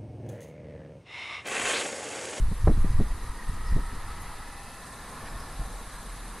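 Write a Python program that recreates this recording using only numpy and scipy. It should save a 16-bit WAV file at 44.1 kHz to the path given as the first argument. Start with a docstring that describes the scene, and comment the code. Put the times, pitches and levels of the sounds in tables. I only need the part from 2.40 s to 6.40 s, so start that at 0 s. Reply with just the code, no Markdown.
"""Strong wind and rain on a wooded hillside. From the start a gust buffets the microphone with rumbles
and thumps, while trees roar, branches howl faintly and rain hisses on wet leaves. Just before one
second a far bird starts its thin, high ticks, and a second bird soon peeps lower. The gust dies down
and a drop splashes close by. Toward the end, air swirling off the microphone leaves a low flutter."""
import sys
import numpy as np
from scipy import signal
from scipy.fft import rfft, irfft
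from scipy.io import wavfile
from scipy.ndimage import uniform_filter1d

SR = 44100
rng = np.random.default_rng(int(sys.argv[2]) if len(sys.argv) > 2 else 0)


def store_pcm(level_fs):
    """Save levels as 16-bit WAV."""
    pcm = np.round(np.clip(level_fs, -1, 1) * 32767).astype(np.int16)
    wavfile.write(sys.argv[1], SR, np.atleast_2d(pcm).T)


N = 176400
TIME_S = np.arange(N) / SR
FREQ_HZ = np.maximum(np.arange(N // 2 + 1) * SR / N, 1)


def gain(db):
    """Turn decibels into a number to multiply by."""
    return 10 ** (np.asarray(db) / 20)


def normalize(sound):
    """Scale a sound to an average (rms) size of 1."""
    return sound / np.sqrt(np.mean(np.abs(sound) ** 2))


def fade(rows):
    """Gain over time, joining (time_s, level_db) points."""
    time_s, level_db = np.array(rows, float).T
    return gain(np.interp(TIME_S, time_s, level_db))


def tone(rows):
    """Gain at each frequency, joining (frequency_hz, level_db) points."""
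    frequency_hz, level_db = np.array(rows, float).T
    return gain(np.interp(np.log(FREQ_HZ), np.log(frequency_hz), level_db))


def filtered(sound, gains):
    """Turn each frequency up or down by its gain."""
    return irfft(rfft(sound) * gains, N)


def noise(gains):
    """Filtered noise with an average size of 1."""
    return normalize(filtered(rng.standard_normal(N), gains))


def wander(rate_hz):
    """A smooth random wobble, mostly slower than rate_hz."""
    return noise(1 / (1 + (FREQ_HZ / rate_hz) ** 4))


def whistle(pitch_hz, width_hz):
    """A breathy note: a narrow band of noise, shifted to follow a pitch."""
    home_hz = SR / 8
    band = signal.hilbert(noise(1 / (1 + ((FREQ_HZ - home_hz) / (0.65 * width_hz)) ** 2)))
    shift_hz = np.full(N, pitch_hz) - home_hz
    return np.real(band * np.exp(2j * np.pi * np.cumsum(shift_hz) / SR))


def restless(sound, bands_hz, swell_db, flicker_db):
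    """Overlapping frequency bands swell together and flicker on their own."""
    total, swell = 0, swell_db * wander(0.7)
    for weights in np.eye(len(bands_hz)):
        band = filtered(sound, np.interp(FREQ_HZ, bands_hz, weights))
        total = total + band * gain(swell + flicker_db * wander(27))
    return total


def bird_call(peak_s, level_db, pitch_hz, length_s, width_hz):
    """One short, falling bird call, blurred by the forest."""
    age_s = TIME_S - peak_s
    swell = np.exp(-2 * (age_s / length_s) ** 2)
    fall_hz = 6000 * np.clip(age_s, -0.012, 0.012)
    note = swell * whistle(pitch_hz - fall_hz, width_hz)
    return gain(level_db) * normalize(note) * np.sqrt(np.mean(swell ** 2))


def birds():
    """One far bird ticks on a thin, high note; another peeps lower and farther off."""
    # each bird's calls: peak_s, level_db
    tick_calls = [(0.893, -52), (.976, -54), (1.088, -51), (1.143, -57), (1.463, -53), (2.471, -56),
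                  (2.525, -50), (2.55, -53), (2.659, -56), (2.684, -53), (2.711, -56), (3.585, -52),
                  (3.665, -52), (3.692, -52)]
    peep_calls = [(1.286, -56), (2.89, -59), (3.015, -56)]
    ticks = sum(bird_call(*row, pitch_hz=8500, length_s=0.0079, width_hz=90) for row in tick_calls)
    peeps = sum(bird_call(*row, pitch_hz=5100, length_s=0.047, width_hz=550) for row in peep_calls)
    return ticks + peeps


def patter(drops_per_s=2000, spread_db=2.5, drop_share=0.33):
    """Countless drops of uneven size over the smooth hiss of those farther off."""
    # tone of rain on leaves: frequency_hz, level_db
    rain_tone = [(1500, -4), (3100, -6.5), (3950, 5), (4250, 0), (4700, -1), (5800, -1.5), (6600, 2),
                 (7100, -3), (8500, 4), (9400, 2), (10200, 6.5), (11100, 4.5), (12200, -7.5), (13000, -19)]
    hits = (rng.random(N) < drops_per_s / SR) * rng.choice([-1, 1], N)
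    sizes = gain(spread_db * np.minimum(rng.exponential(size=N), 6))
    drops = np.sqrt(drop_share) * normalize(hits * sizes)
    hiss = np.sqrt(1 - drop_share) * rng.standard_normal(N)
    on_leaves = normalize(filtered(drops + hiss, tone(rain_tone)))
    return restless(on_leaves, bands_hz=np.linspace(3000, 13000, 20), swell_db=0, flicker_db=2.0)


def rain(width=0.8, wide_above_hz=4250):
    """Rain all around; only its high sounds spread to the left and right."""
    # loudness of the rain: time_s, level_db
    rain_levels = [(0, -52.5), (2, -51.5), (3.1, -50.5), (4, -50)]
    spread = width * 0.5 * (1 + np.tanh((FREQ_HZ - wide_above_hz) / 100))
    middle = filtered(patter(), 1 / np.hypot(1, spread))
    side = filtered(patter(), spread / np.hypot(1, spread))
    return np.array([middle + side, middle - side]) * fade(rain_levels)


def splash(fade_s=0.011):
    """A drop lands close by with a brief, high hiss."""
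    # the close drop: peak_s, level_db
    landings = [(1.822, -49)]
    swell = sum(gain(db) * np.exp(-np.abs(TIME_S - peak_s) / fade_s) for peak_s, db in landings)
    return swell * whistle(pitch_hz=11000, width_hz=1000)


def tree_roar():
    """Wind roars in the near trees and, deeper, up the slope; leaves rustle nearby."""
    # tone of each layer: frequency_hz, level_db
    near_tone = [(60, 0.5), (150, 2), (260, 0), (350, -4.5), (500, -4), (620, -16.5), (800, -3.5),
                 (1120, 0.5), (1350, -3.5), (1490, -6.5), (1750, -5), (2200, -10), (3000, -19),
                 (5000, -28.5)]
    slope_tone = [(100, 5), (270, -1.5), (350, -16), (480, -1.5), (560, -2.5), (680, 2), (820, -2),
                  (1000, -39), (1500, -27.5)]
    leaf_tone = [(1800, -6.5), (2600, 10), (3800, 8), (4800, 11.5), (6500, -10)]
    # loudness of each layer: time_s, level_db
    near_levels = [(0, -48.5), (1.3, -44.5), (2.1, -47.5), (2.6, -46), (3.3, -46.5), (4, -45)]
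    slope_levels = [(0, -57), (1.7, -54), (2.3, -48), (2.75, -50), (3.3, -48.5), (4, -54)]
    leaf_levels = [(0, -63), (1.2, -57.5), (1.8, -58), (2.3, -55.5), (2.55, -60), (4, -60)]
    near = noise(tone(near_tone)) * fade(near_levels)
    slope = noise(tone(slope_tone)) * fade(slope_levels)
    leaves = noise(tone(leaf_tone)) * fade(leaf_levels)
    bands_hz = np.geomspace(100, 5000, 10)
    return restless(near + slope + leaves, bands_hz, swell_db=1.13, flicker_db=1.22)


def branch_howls(sharpness=15.6, drift=0.011, flicker_db=1.5):
    """Branches sing in the wind: each note swells, slides slowly up or down in pitch, and fades."""
    # the howls: peak_s, swell_s, pitch_hz, glide_hz_per_s, level_db
    howls = [(0.37, 0.22, 1190, -2, -54.5), (1.35, 0.62, 970, -24.5, -51.5), (1.45, 0.62, 1275, 70, -51),
             (1.1, 0.59, 1900, 20, -54), (2.0, 0.39, 1980, -30, -54.5), (2.0, 0.3, 830, -49, -54.5),
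             (2.2, 0.31, 2620, 1, -61), (2.8, 1, 1750, -15, -55.5), (2.7, .6, 1050, 70, -54),
             (3.1, 0.38, 815, -20.5, -58), (3, 0.6, 1400, -15.5, -57.5)]
    total = 0
    for peak_s, swell_s, pitch_hz, glide_hz_per_s, level_db in howls:
        age_s = TIME_S - peak_s
        wavering_hz = (pitch_hz + glide_hz_per_s * age_s) * (1 + drift * wander(3))
        note = whistle(wavering_hz, width_hz=pitch_hz / sharpness)
        swell = np.exp(-(age_s / swell_s) ** 2 / 2)
        total = total + note * swell * gain(level_db + flicker_db * wander(4.7))
    return total


def eddy(hit_s, release_s, dull_above_hz, rise_s=0.0023, hold_s=0.0045, swing_s=0.0076):
    """A swirl of air hits the microphone: a quick swing of pressure and a short, dull burst of noise."""
    age_s = TIME_S - hit_s
    swell = np.exp(-np.maximum(np.maximum(-age_s / rise_s, (age_s - hold_s) / release_s), 0))
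    burst = swell * rng.standard_normal(N)
    # smooth out chance peaks in the burst's tone
    flatten = 1 / np.sqrt(uniform_filter1d(np.abs(rfft(burst)) ** 2, size=800))
    low_cut = FREQ_HZ ** 2 / (FREQ_HZ ** 2 + 29.2 ** 2)
    dulling = 1 / np.sqrt(1 + (FREQ_HZ / dull_above_hz) ** 5.02)
    high_cut = 1 / (1 + (FREQ_HZ / 2490) ** 10)
    thud = normalize(filtered(burst, flatten * low_cut * dulling * high_cut))
    # the swirl's core sucks, then pushes
    swing = gain(5) * np.tanh(3 * dull_above_hz * age_s) * np.exp(-np.abs(age_s) / swing_s)
    return swing + thud * np.sqrt(np.mean(swell ** 2))


def steady(sound, window_samples):
    """Even out a sound's chance rises and dips in loudness."""
    return sound / np.sqrt(uniform_filter1d(sound ** 2, size=window_samples))


def buffeting():
    """Rough air rumbles on the microphone, throbs as it peels off, and thumps it with single swirls."""
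    # tone of the rumble: frequency_hz, level_db
    rumble_tone = [(8, 3), (22, 7), (40, 2.5), (85, -9.5), (135, -19), (230, -35), (500, -52), (1500, -95)]
    # loudness of the rumble and of the throb: time_s, level_db
    rumble_levels = [(0, -18), (.11, -23.5), (.19, -34.5), (.255, -13), (.33, -19), (.39, -18),
                     (.53, -19.5), (.57, -19.5), (.62, -21), (.68, -26), (.74, -27.5), (.8, -37.5),
                     (.87, -29), (1.0, -42), (1.09, -33.5), (1.28, -30), (1.34, -16.5), (1.45, -32.5),
                     (1.55, -33.5), (1.7, -36.5), (2.25, -46), (2.65, -57.5), (2.95, -39), (3.1, -46),
                     (3.18, -37), (3.35, -43), (4, -57)]
    throb_levels = [(0, -92), (2.6, -49.5), (3.3, -43.5), (3.55, -48), (3.63, -39.5), (4, -41.5)]
    # swirls that hit the microphone: hit_s, level_db, release_s, dull_above_hz
    swirls = [(0.116, -26.5, 0.0092, 159), (0.275, -18.5, 0.0027, 646), (0.288, -20, 0.02, 285),
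              (0.371, -25.5, .015, 141), (.444, -24, 0.01, 182), (0.593, -16, 0.0033, 86),
              (0.601, -21, 0.016, 233), (1.091, -24, 0.0025, 49.5), (1.132, -36.5, 0.0063, 170),
              (1.326, -21.5, 0.0071, 79), (1.362, -27, 0.027, 223), (1.529, -42.5, 0.033, 199),
              (3.196, -28, 0.015, 48.7)]
    rumble = steady(noise(tone(rumble_tone)), window_samples=3500)
    throb = steady(whistle(pitch_hz=37.8, width_hz=3.3), window_samples=9000)
    thumps = sum(gain(db) * eddy(hit_s, release_s, hz) for hit_s, db, release_s, hz in swirls)
    return rumble * fade(rumble_levels) + throb * fade(throb_levels) + thumps


def scene():
    """Wind, birds and the splash in the middle, rain on both sides."""
    return buffeting() + tree_roar() + branch_howls() + birds() + rain() + splash()


def record(dry):
    """The recorder cuts off the highest sounds."""
    top_hz = 13000
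    return signal.sosfilt(signal.ellip(10, 0.2, 80, top_hz, fs=SR, output="sos"), dry)


dry = scene()
out = record(dry)
store_pcm(out)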